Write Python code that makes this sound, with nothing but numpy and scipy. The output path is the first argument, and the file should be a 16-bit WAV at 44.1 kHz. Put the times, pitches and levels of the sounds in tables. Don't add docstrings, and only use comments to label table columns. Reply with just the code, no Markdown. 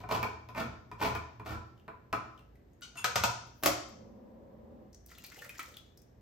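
import sys
import numpy as np
from scipy import signal
from scipy.fft import rfft, irfft, next_fast_len
from scipy.io import wavfile
from scipy.ndimage import uniform_filter1d

SR = 44100
rng = np.random.default_rng(int(sys.argv[2]) if len(sys.argv) > 2 else 0)


def bounce(signal):
    frames = np.transpose(np.atleast_2d(signal))
    limited = np.clip(frames, -1, 1)
    pcm = np.round(limited * 32767).astype(np.int16)
    wavfile.write(sys.argv[1], SR, pcm)


N = 273861

# start_s, rise_s, hold_s, ring_db, scrape_db, counter_shake_db, favoured_hz, boost_db, second_hz, boost_db
CRANK_TURNS = [(-.06, .02, .05, -58, -59, -52, 1000, 3, 430, 3),
               (0.079, 0.033, 0.048, -31.5, -39.5, -43, 1000, 7, 647, 8.5),
               (.535, .035, 0.045, -33, -43, -42, 2390, 4, 222, 11),
               (.975, .05, 0.051, -32.5, -38, -41.5, 2370, 3, 1030, 9),
               (1.442, 0.024, .06, -43, -47, -44, 1340, 14, 320, 9)]
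# start_s, ring_db, crack_db, thud_db, favoured_hz, brightness (dB per octave)
CAN_JOLTS = [(.036, -36, -52, -43, 740, -2), (.090, -33, -35, -54, 1000, -1),
             (.113, -31.5, -27, -37.5, 1000, -2), (.150, -27, -40, -38.5, 1000, .1),
             (.229, -24, -25, -47.5, 2370, .5), (.250, -28.5, -55, -53, 895, -3),
             (.488, -37, -42, -50, 1020, .1), (.548, -36, -44, -49, 2390, 1.2),
             (.612, -34, -48, -49, 1443, .1), (.915, -36, -43, -47, 970, -1),
             (.998, -36.5, -44, -42, 1330, -1), (1.027, -27, -27, -34.5, 1000, 1),
             (1.049, -28.5, -24, -39, 2320, .3), (1.151, -28, -30, -49.5, 2215, 2),
             (1.397, -35, -48.5, -42.5, 940, -1), (1.460, -36, -50, -58, 1220, .1),
             (1.493, -36, -43.5, -42.5, 1345, -.3), (1.880, -36, -47, -53.5, 1200, -1.5),
             (2.128, -22, -26, -41, 1240, -1.1)]
OPENER_CLATTER = [(2.955, -41, -55, -53.5, 1380, -.6), (3.043, -21, -24, -46.5, 1330, .1),
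                  (3.157, -21, -23.5, -33.5, 1330, -.6), (3.237, -17.5, -21.5, -39.5, 1000, .3)]
DULL_KNOCK = [(3.627, -34, -43, -49, 690, -1.2), (3.635, -27, -24.5, -50.5, 2300, 1),
              (3.659, -16.5, -17, -38, 640, -1.2)]
# pitch_hz, level_db, t60_s (time to die by 60 dB)
CAN_MODES = [(223.4, -8, 0.093), (322.8, -10.5, 0.15), (423.6, -3.5, 0.088), (565, -12.5, 0.057),
             (672.5, -4, 0.063), (737, -6, 0.091), (896, 8.5, 0.017), (994, 1, 0.075), (1204, -2, 0.052),
             (1278, -5.5, 0.087), (1345, -12, 0.22), (1441.6, -2.5, 0.07), (1624, -2.5, 0.031),
             (1770, -8, 0.059), (2215, -16, 0.043), (2354, -5, 0.05), (2463, -10, 0.028),
             (2520, -21.5, 0.026), (3390, -16, 0.018)]
# pitch_hz, level_db
SCRAPE_COLOUR = [(880, 4), (1500, -19.5), (2380, -5.5), (5000, -13), (8680, -23.5), (10100, -25),
                 (13100, -17), (15900, -25), (16500, -57)]
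# pitch_hz, level_db, t60_s
COUNTER_MODES = [(76, -10.5, 0.067), (114.5, 1.5, 0.13), (177.2, -12, 0.3), (211, -9.5, 0.044)]
# pitch_hz, level_db
CLICK_COLOUR = [(5000, -22), (9000, -5.5), (13000, 1), (16500, -2.5)]
# start_s, rise_s, hold_s, level_db, fall_db_per_s
RUMBLE_SWELL = (3.72, .3, .83, -53, 130)


def amp(db):
    return 10 ** (np.asarray(db) / 20)


def evened(x):
    return x / np.sqrt(np.mean(x ** 2) + 1e-20)


def read(points, hz):
    f, value = np.transpose(points)
    return np.interp(np.log(hz + 1), np.log(f + 1), value)


def add(mix, start_s, sound):
    part = mix[round(start_s * SR):][:len(sound)]
    part += sound[:len(part)]


def coloured(x, points):
    size = next_fast_len(x.shape[-1])
    weight = amp(read(points, np.fft.rfftfreq(size, 1 / SR)))
    return irfft(rfft(x, size) * weight, size)[..., :x.shape[-1]]


def whitened(x):
    return irfft(np.exp(1j * np.angle(rfft(x))), len(x))


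def swell(start_s, rise_s, hold_s, level_db, fall_db_per_s):
    t = np.arange(N) / SR - start_s
    fall_db = fall_db_per_s * np.maximum(t - rise_s - hold_s, 0)
    return np.clip(t / rise_s, 0, 1) ** 2 * amp(level_db - fall_db)


def ring(modes, favoured=(), slope_db=0., scatter=0., rise_s=0.0012):
    t, out = np.arange(SR // 4) / SR, 0
    detune = 1 + scatter * rng.standard_normal((len(modes), 3, 1))
    for (hz, db, t60_s), d in zip(modes, detune):
        lift_db = sum(b * np.exp(-(np.log2(hz / f) / 0.065) ** 2) for f, b in favoured)
        level_db = db + lift_db + slope_db * np.log2(hz / 1000)
        sines = np.sin(2 * np.pi * hz * d * t).sum(0)
        out = out + amp(level_db - 60 * t / t60_s) * sines
    out = out * (1 - np.exp(-t / rise_s))
    return out / abs(out).max()


def burst(points, fade_s):
    t = np.arange(SR // 10) / SR
    puff = rng.standard_normal(len(t)) * amp(-60 * t / fade_s)
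    shaped = coloured(whitened(puff), points) * amp(-20 * t / fade_s)
    strength = np.sqrt(np.mean(amp(-120 * t / fade_s)))
    return evened(shaped) * strength * (1 - np.exp(-t / 0.0003))


def slips(size, per_s, spread_db):
    big = amp(spread_db * np.minimum(rng.exponential(1, size), 4))
    return big * rng.choice([-1, 1], size) * (rng.random(size) < per_s / SR)


def in_peaks(x, peaks):
    out = 0
    for hz, width_hz, db in peaks:
        b, a = signal.iirpeak(hz, hz / width_hz, SR)
        once = signal.lfilter(b, a, x)
        out = out + amp(db) * evened(signal.lfilter(b, a, once))
    return evened(out)


def blows(rows, modes, crack, crack_fade_s, chatter_fade_s, scatter, click_db):
    click_per_brightness = 2.5
    out, t = np.zeros(N), np.arange(SR // 20) / SR
    for start_s, ring_db, crack_db, thud_db, favoured_hz, slope_db in rows:
        chatter = rng.standard_normal(len(t)) * amp(-60 * t / chatter_fade_s)
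        chatter = irfft(np.exp(1j * np.angle(rfft(chatter))), len(t))[:len(t) // 2]
        body = signal.fftconvolve(chatter, ring(modes, [(favoured_hz, 6.5)], slope_db, scatter))
        edge_db = crack_db + click_db + click_per_brightness * slope_db
        add(out, start_s, amp(ring_db) * body / abs(body).max())
        add(out, start_s, amp(crack_db) * burst(crack, crack_fade_s))
        add(out, start_s, amp(thud_db) * ring(COUNTER_MODES, rise_s=.005))
        add(out, start_s, amp(edge_db) * burst(CLICK_COLOUR, fade_s=0.0097))
    return out


def pips(rows, glide, fuzz, t60_at_1k_s, rise_s):
    skirt_ratio, skirt_edge_db = 1.6, -16
    out, t = np.zeros(N), np.arange(SR // 10) / SR
    for start_s, level_db, hz, *click_db in rows:
        t60_s = t60_at_1k_s * (1000 / hz) ** .45
        tone = np.sin(2 * np.pi * hz * (t + glide * t ** 2)) * amp(-60 * t / t60_s)
        skirt_colour = [(hz / skirt_ratio, skirt_edge_db), (hz, 0), (hz * skirt_ratio, skirt_edge_db),
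                        (hz * 4, -22)]
        skirt = burst(skirt_colour, t60_s)
        roughness = fuzz * np.clip(hz / 2400, .6, 1.3)
        add(out, start_s, amp(level_db) * (1 - np.exp(-t / rise_s)) * (tone + roughness * skirt))
        for edge_db in click_db:
            add(out, start_s, amp(edge_db) * burst(CLICK_COLOUR, fade_s=.012))
    return out


def crank():
    ring_fall, scrape_fall, shake_fall = 300, 499.5, 150
    shake_lag_s = 0.026
    out = np.zeros(N)
    teeth = evened(slips(N, per_s=200, spread_db=4))
    fine_slips = evened(slips(N, per_s=2200, spread_db=6.5))
    grit = evened(coloured(fine_slips + 0.3 * teeth, SCRAPE_COLOUR))
    for start_s, rise_s, hold_s, ring_db, scrape_db, shake_db, *favoured in CRANK_TURNS:
        effort = swell(start_s, rise_s, hold_s, ring_db, ring_fall)
        scrape = swell(start_s, rise_s, hold_s, scrape_db, scrape_fall)
        shake = swell(start_s, rise_s + shake_lag_s, hold_s, shake_db, shake_fall)
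        can = ring(CAN_MODES, np.reshape(favoured, (2, 2)), scatter=0.011)
        counter = ring(COUNTER_MODES)
        out += signal.oaconvolve(effort * teeth, can / np.linalg.norm(can))[:N]
        out += scrape * grit
        out += signal.oaconvolve(shake * teeth, counter / np.linalg.norm(counter))[:N]
    return out


def jolts():
    return blows(CAN_JOLTS, CAN_MODES, SCRAPE_COLOUR, crack_fade_s=.012, chatter_fade_s=.015,
                 scatter=.015, click_db=-15)


def opener(noise):
    # pitch_hz, level_db, t60_s
    tool_modes = [(204.1, -9.5, 0.054), (410, -7, 0.024), (754, -1.5, 0.036), (987, 0, 0.03),
                  (1260, 1, 0.024), (1370, -3, 0.024), (2350, -12, 0.02), (2770, -13, 0.02),
                  (3290, -11, .015), (4250, -12, .012), (5310, -12, .012), (6040, -5, .018),
                  (6680, -5, .018)]
    # pitch_hz, level_db
    stone_crack = [(290, -41.5), (500, -1.5), (1120, -21), (1310, 2), (1760, -6.5), (6100, -14.5),
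                   (8930, -21), (10200, -38.5), (13400, -14.5), (16500, -56.5)]
    # start_s, rise_s, hold_s, level_db, fall_db_per_s
    brush_swell = (2.964, 0.008, .02, -45, 700)
    # pitch_hz, width_hz (of one pass), level_db
    lid_peaks = [(1000, 200, -4), (1370, 200, 0), (2080, 200, -8), (2710, 220, 4.5), (3550, 200, -9),
                 (4500, 2500, -8), (6760, 250, -6), (8550, 250, -6), (11000, 400, -6.5),
                 (13100, 600, -12.5)]
    # start_s, rise_s, hold_s, level_db, fall_db_per_s
    drag_swell = (2.818, .002, .018, -49.5, 600)
    # pitch_hz, width_hz (of one pass), level_db
    jaw_peaks = [(1460, 350, 1), (3020, 400, 3.5), (3670, 450, -6), (4290, 550, -6), (5820, 400, -5),
                 (3000, 5000, 5)]
    clatter = blows(OPENER_CLATTER, tool_modes, stone_crack, crack_fade_s=0.055, chatter_fade_s=0.02,
                    scatter=0.03, click_db=-13)
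    brush = swell(*brush_swell) * in_peaks(noise, lid_peaks)
    drag = swell(*drag_swell) * in_peaks(noise, jaw_peaks)
    return clatter + brush + drag


def knock():
    # pitch_hz, level_db, t60_s
    panel_modes = [(175, -13.5, 0.12), (315, -4, 0.15), (360, 1.5, 0.046), (416, -4, 0.031),
                   (557, 1, 0.064), (646, -0.5, 0.048), (690, 1, 0.029), (925, -7, 0.016),
                   (1428, -6, 0.014), (2300, -12, 0.015)]
    # pitch_hz, level_db
    snap_colour = [(290, -55), (500, -8.5), (710, -25.5), (1150, -5), (1480, -13), (6960, -21),
                   (10200, -27), (13200, -20), (16500, -38)]
    return blows(DULL_KNOCK, panel_modes, snap_colour, crack_fade_s=0.029, chatter_fade_s=0.0091,
                 scatter=0.03, click_db=3)


def blips(per_s, low_hz, high_hz):
    t, out = np.arange(600) / SR, np.zeros(N)
    for hz in np.geomspace(low_hz, high_hz, 12):
        bubble = np.sin(2 * np.pi * hz * (t + 12 * t ** 2)) * np.exp(-t * hz / 7)
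        out += signal.oaconvolve(slips(N, per_s / 12, spread_db=3), bubble)[:N]
    return evened(out)


def tomatoes(noise):
    # start_s, level_db, pitch_hz, click_db
    plop_rows = [(4.929, -61.5, 5600, -67), (4.945, -55.5, 5800, -70), (5.062, -64, 6020, -43),
                 (5.085, -68.5, 3800, -65), (5.100, -58, 1950, -70), (5.113, -53, 1296, -52),
                 (5.116, -51, 1920, -65), (5.150, -58, 3450, -70), (5.184, -54, 2730, -42.5),
                 (5.240, -48, 2300, -41), (5.245, -48, 4400, -46), (5.265, -56, 4270, -40),
                 (5.317, -48, 1940, -62), (5.319, -54, 1350, -70), (5.322, -54, 2400, -70),
                 (5.359, -54, 2040, -65), (5.390, -50.5, 2830, -47), (5.420, -44.5, 1756, -61),
                 (5.421, -51, 1350, -70), (5.452, -52, 1300, -70), (5.500, -49, 1900, -65),
                 (5.551, -55, 2800, -65), (5.445, -45, 1900, -46), (5.493, -45, 2410, -39),
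                 (5.555, -52, 1820, -65), (5.592, -35.5, 1260, -51), (5.594, -41, 2290, -53),
                 (5.595, -45, 3000, -60), (5.604, -45, 1900, -65), (5.630, -47, 1970, -43),
                 (5.740, -55.5, 3480, -65.5), (5.768, -48.5, 3350, -43), (5.974, -60.5, 5370, -49),
                 (6.018, -66.5, 6180, -56)]
    # start_s, level_db, pitch_hz
    gulp_rows = [(5.365, -48.5, 466), (5.38, -50.5, 760), (5.41, -50.5, 460), (5.46, -49.5, 554),
                 (5.595, -51, 744), (5.68, -52.5, 504), (5.715, -54, 520)]
    # time_s, level_db
    flow_points = [(5.07, -79), (5.094, -66), (5.29, -62.5), (5.55, -66), (5.628, -56), (5.694, -72),
                   (5.846, -80), (6.05, -103)]
    # pitch_hz, level_db
    fizz_colour = [(180, -36), (300, -8), (1130, -8), (2440, -11.5), (7020, -5.5), (10100, -27),
                   (14000, -8), (15700, -14), (16500, -41)]
    clumps = amp(6 * np.clip(evened(uniform_filter1d(noise, 700)), -2, 1.5))
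    fizz = evened(coloured(clumps * slips(N, per_s=3700, spread_db=7.5), fizz_colour))
    flow = amp(np.interp(np.arange(N) / SR, *np.transpose(flow_points), left=-200))
    plops = pips(plop_rows, glide=2.5, fuzz=1.1, t60_at_1k_s=.07, rise_s=.0008)
    gulps = pips(gulp_rows, glide=1.8, fuzz=1.8, t60_at_1k_s=.055, rise_s=.004)
    return plops + gulps + flow * (fizz + 0.5 * blips(per_s=140, low_hz=1280, high_hz=5060))


def small_sounds(noise):
    # start_s, level_db, pitch_hz, click_db
    tick_rows = [(1.777, -64, 2920, -73), (1.797, -63, 2800, -78), (2.377, -56, 3040, -68),
                 (2.392, -56.5, 2770, -63), (2.556, -59.5, 2005, -68), (2.733, -63.5, 6700, -75),
                 (2.810, -56.5, 1500, -53), (3.470, -78, 5800, -58), (3.889, -56, 13200, -60)]
    # start_s, rise_s, hold_s, level_db, fall_db_per_s
    rustle_swell = (3.5, 0.1, 0.08, -70, 600)
    ticks = pips(tick_rows, glide=0., fuzz=0.8, t60_at_1k_s=.03, rise_s=.0005)
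    hiss = evened(coloured(noise, [(5000, -36.5), (12000, -4.5), (16000, -2.5)]))
    whisper = amp(-41) * swell(*RUMBLE_SWELL)
    return ticks + (swell(*rustle_swell) + whisper) * hiss


def rumble(noise):
    # pitch_hz, width_hz (of one pass), level_db
    rumble_peaks = [(216, 57, 12.5), (320, 49, 3), (436.4, 28, 1), (529, 122, 8), (710, 120, -4),
                    (940, 146, -6), (1560, 430, -35)]
    return swell(*RUMBLE_SWELL) * in_peaks(noise, rumble_peaks)


def counter_hum(noise):
    # pitch_hz, width_hz (of one pass), level_db
    hum_peaks = [(80.75, 6, -1.5), (116.3, 17.3, -2.5)]
    shake_db, thud_db, rest_db = -1, -9, -62.5
    rise_s, fall_db_per_s = .06, 60
    kicks = [(row[0] + row[1], row[5] + shake_db) for row in CRANK_TURNS]
    kicks += [(row[0], row[3] + thud_db) for row in CAN_JOLTS + OPENER_CLATTER + DULL_KNOCK]
    power = amp(rest_db) ** 2
    power = power + sum(swell(start_s, rise_s, 0, db, fall_db_per_s) ** 2 for start_s, db in kicks)
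    return np.sqrt(power) * in_peaks(noise, hum_peaks)


def room_tone(air_noise, drone_noise):
    # pitch_hz, level_db
    air_colour = [(12, -39), (20, -7.5), (124, -2), (251, -4), (583, -13.5), (1390, -32), (1690, -28),
                  (2310, -35.5), (5830, -46), (8170, -49), (10200, -65.5), (13600, -38), (16500, -69)]
    # pitch_hz, width_hz (of one pass), level_db
    drone_peaks = [(56.6, 8.6, -2.5), (40, 20, -12.5)]
    air = amp(-61) * evened(coloured(air_noise, air_colour))
    return air + amp(-64) * in_peaks(drone_noise, drone_peaks)


def kitchen(x):
    # pitch_hz, t60_s
    room_t60 = [(60, 0.2), (250, 0.59), (1000, 0.56), (3000, 0.54), (6000, 0.61), (12000, 0.23)]
    early_db, early_t60_s = -1, 0.12
    out = np.zeros((2, N))
    for k in range(3):
        taps = np.zeros((2, SR))
        at = np.arange(120, SR - 20, 20) + rng.integers(0, 20, (2, (SR - 121) // 20))
        np.put_along_axis(taps, at, rng.choice([-1., 1.], at.shape), 1)
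        hz, t, z = signal.stft(taps, SR, nperseg=256)
        decay = amp(-60 * t / read(room_t60, hz)[:, None]) + amp(early_db - 60 * t / early_t60_s)
        tail = signal.istft(z * decay, SR, nperseg=256)[1]
        blend = np.cos(2 * np.pi * (2.3 * np.arange(N) / SR + k / 3))
        share = np.sqrt(2 / 3) * blend
        out += signal.fftconvolve((share * x)[None], tail / np.linalg.norm(tail[0]), axes=1)[:, :N]
    return out


def scene():
    noise = rng.standard_normal((8, N))
    can = crank() + jolts()
    tool = opener(noise[0])
    dull_knock = knock()
    pour = tomatoes(noise[1])
    small = small_sounds(noise[2])
    near = amp(-1) * (can + tool + dull_knock + small + pour)
    wet = amp(-1.5) * (can + tool) + amp(-0.5) * dull_knock + amp(-3.5) * small + amp(-5.0) * pour
    far = rumble(noise[3:5]) + counter_hum(noise[5:7])
    air = room_tone(noise[[7, 0]], noise[[1, 2]])
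    quarter_turn = signal.hilbert(near, next_fast_len(N)).imag[:N]
    direct = np.array([near, 0.48 * quarter_turn])
    total, difference = direct + kitchen(wet) + far + air
    return np.array([total + difference, total - difference])


def record(dry):
    # pitch_hz, level_db
    sum_colour = [(25, -22), (45, 0), (70, -3.5), (8000, 1), (9300, -0.5), (10200, -18), (11200, 0),
                  (12500, 1), (16500, -4.5)]
    # pitch_hz, level_db
    difference_colour = [(25, -43), (60, -25.5), (160, -13), (400, -6), (800, -.6), (4000, -1.5), (8000, 2),
                         (11000, 8.5), (12500, -6), (14500, -9.5), (16000, -8.5)]
    # pitch_hz, level_db
    left_lean = [(60, -1), (450, -0.5), (1500, 0.5), (3300, 2.5), (5500, 7.5), (9000, -0.5)]
    total = coloured((dry[0] + dry[1]) / 2, sum_colour)
    difference = coloured((dry[0] - dry[1]) / 2, difference_colour)
    left = coloured(total + difference, np.array(left_lean) * [1, .5])
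    right = coloured(total - difference, np.array(left_lean) * [1, -.5])
    low_pass = signal.firwin(511, 16750, window=("kaiser", 9), fs=SR)
    return signal.oaconvolve([left, right], low_pass[None], "same")


dry = scene()
out = record(dry)
bounce(out)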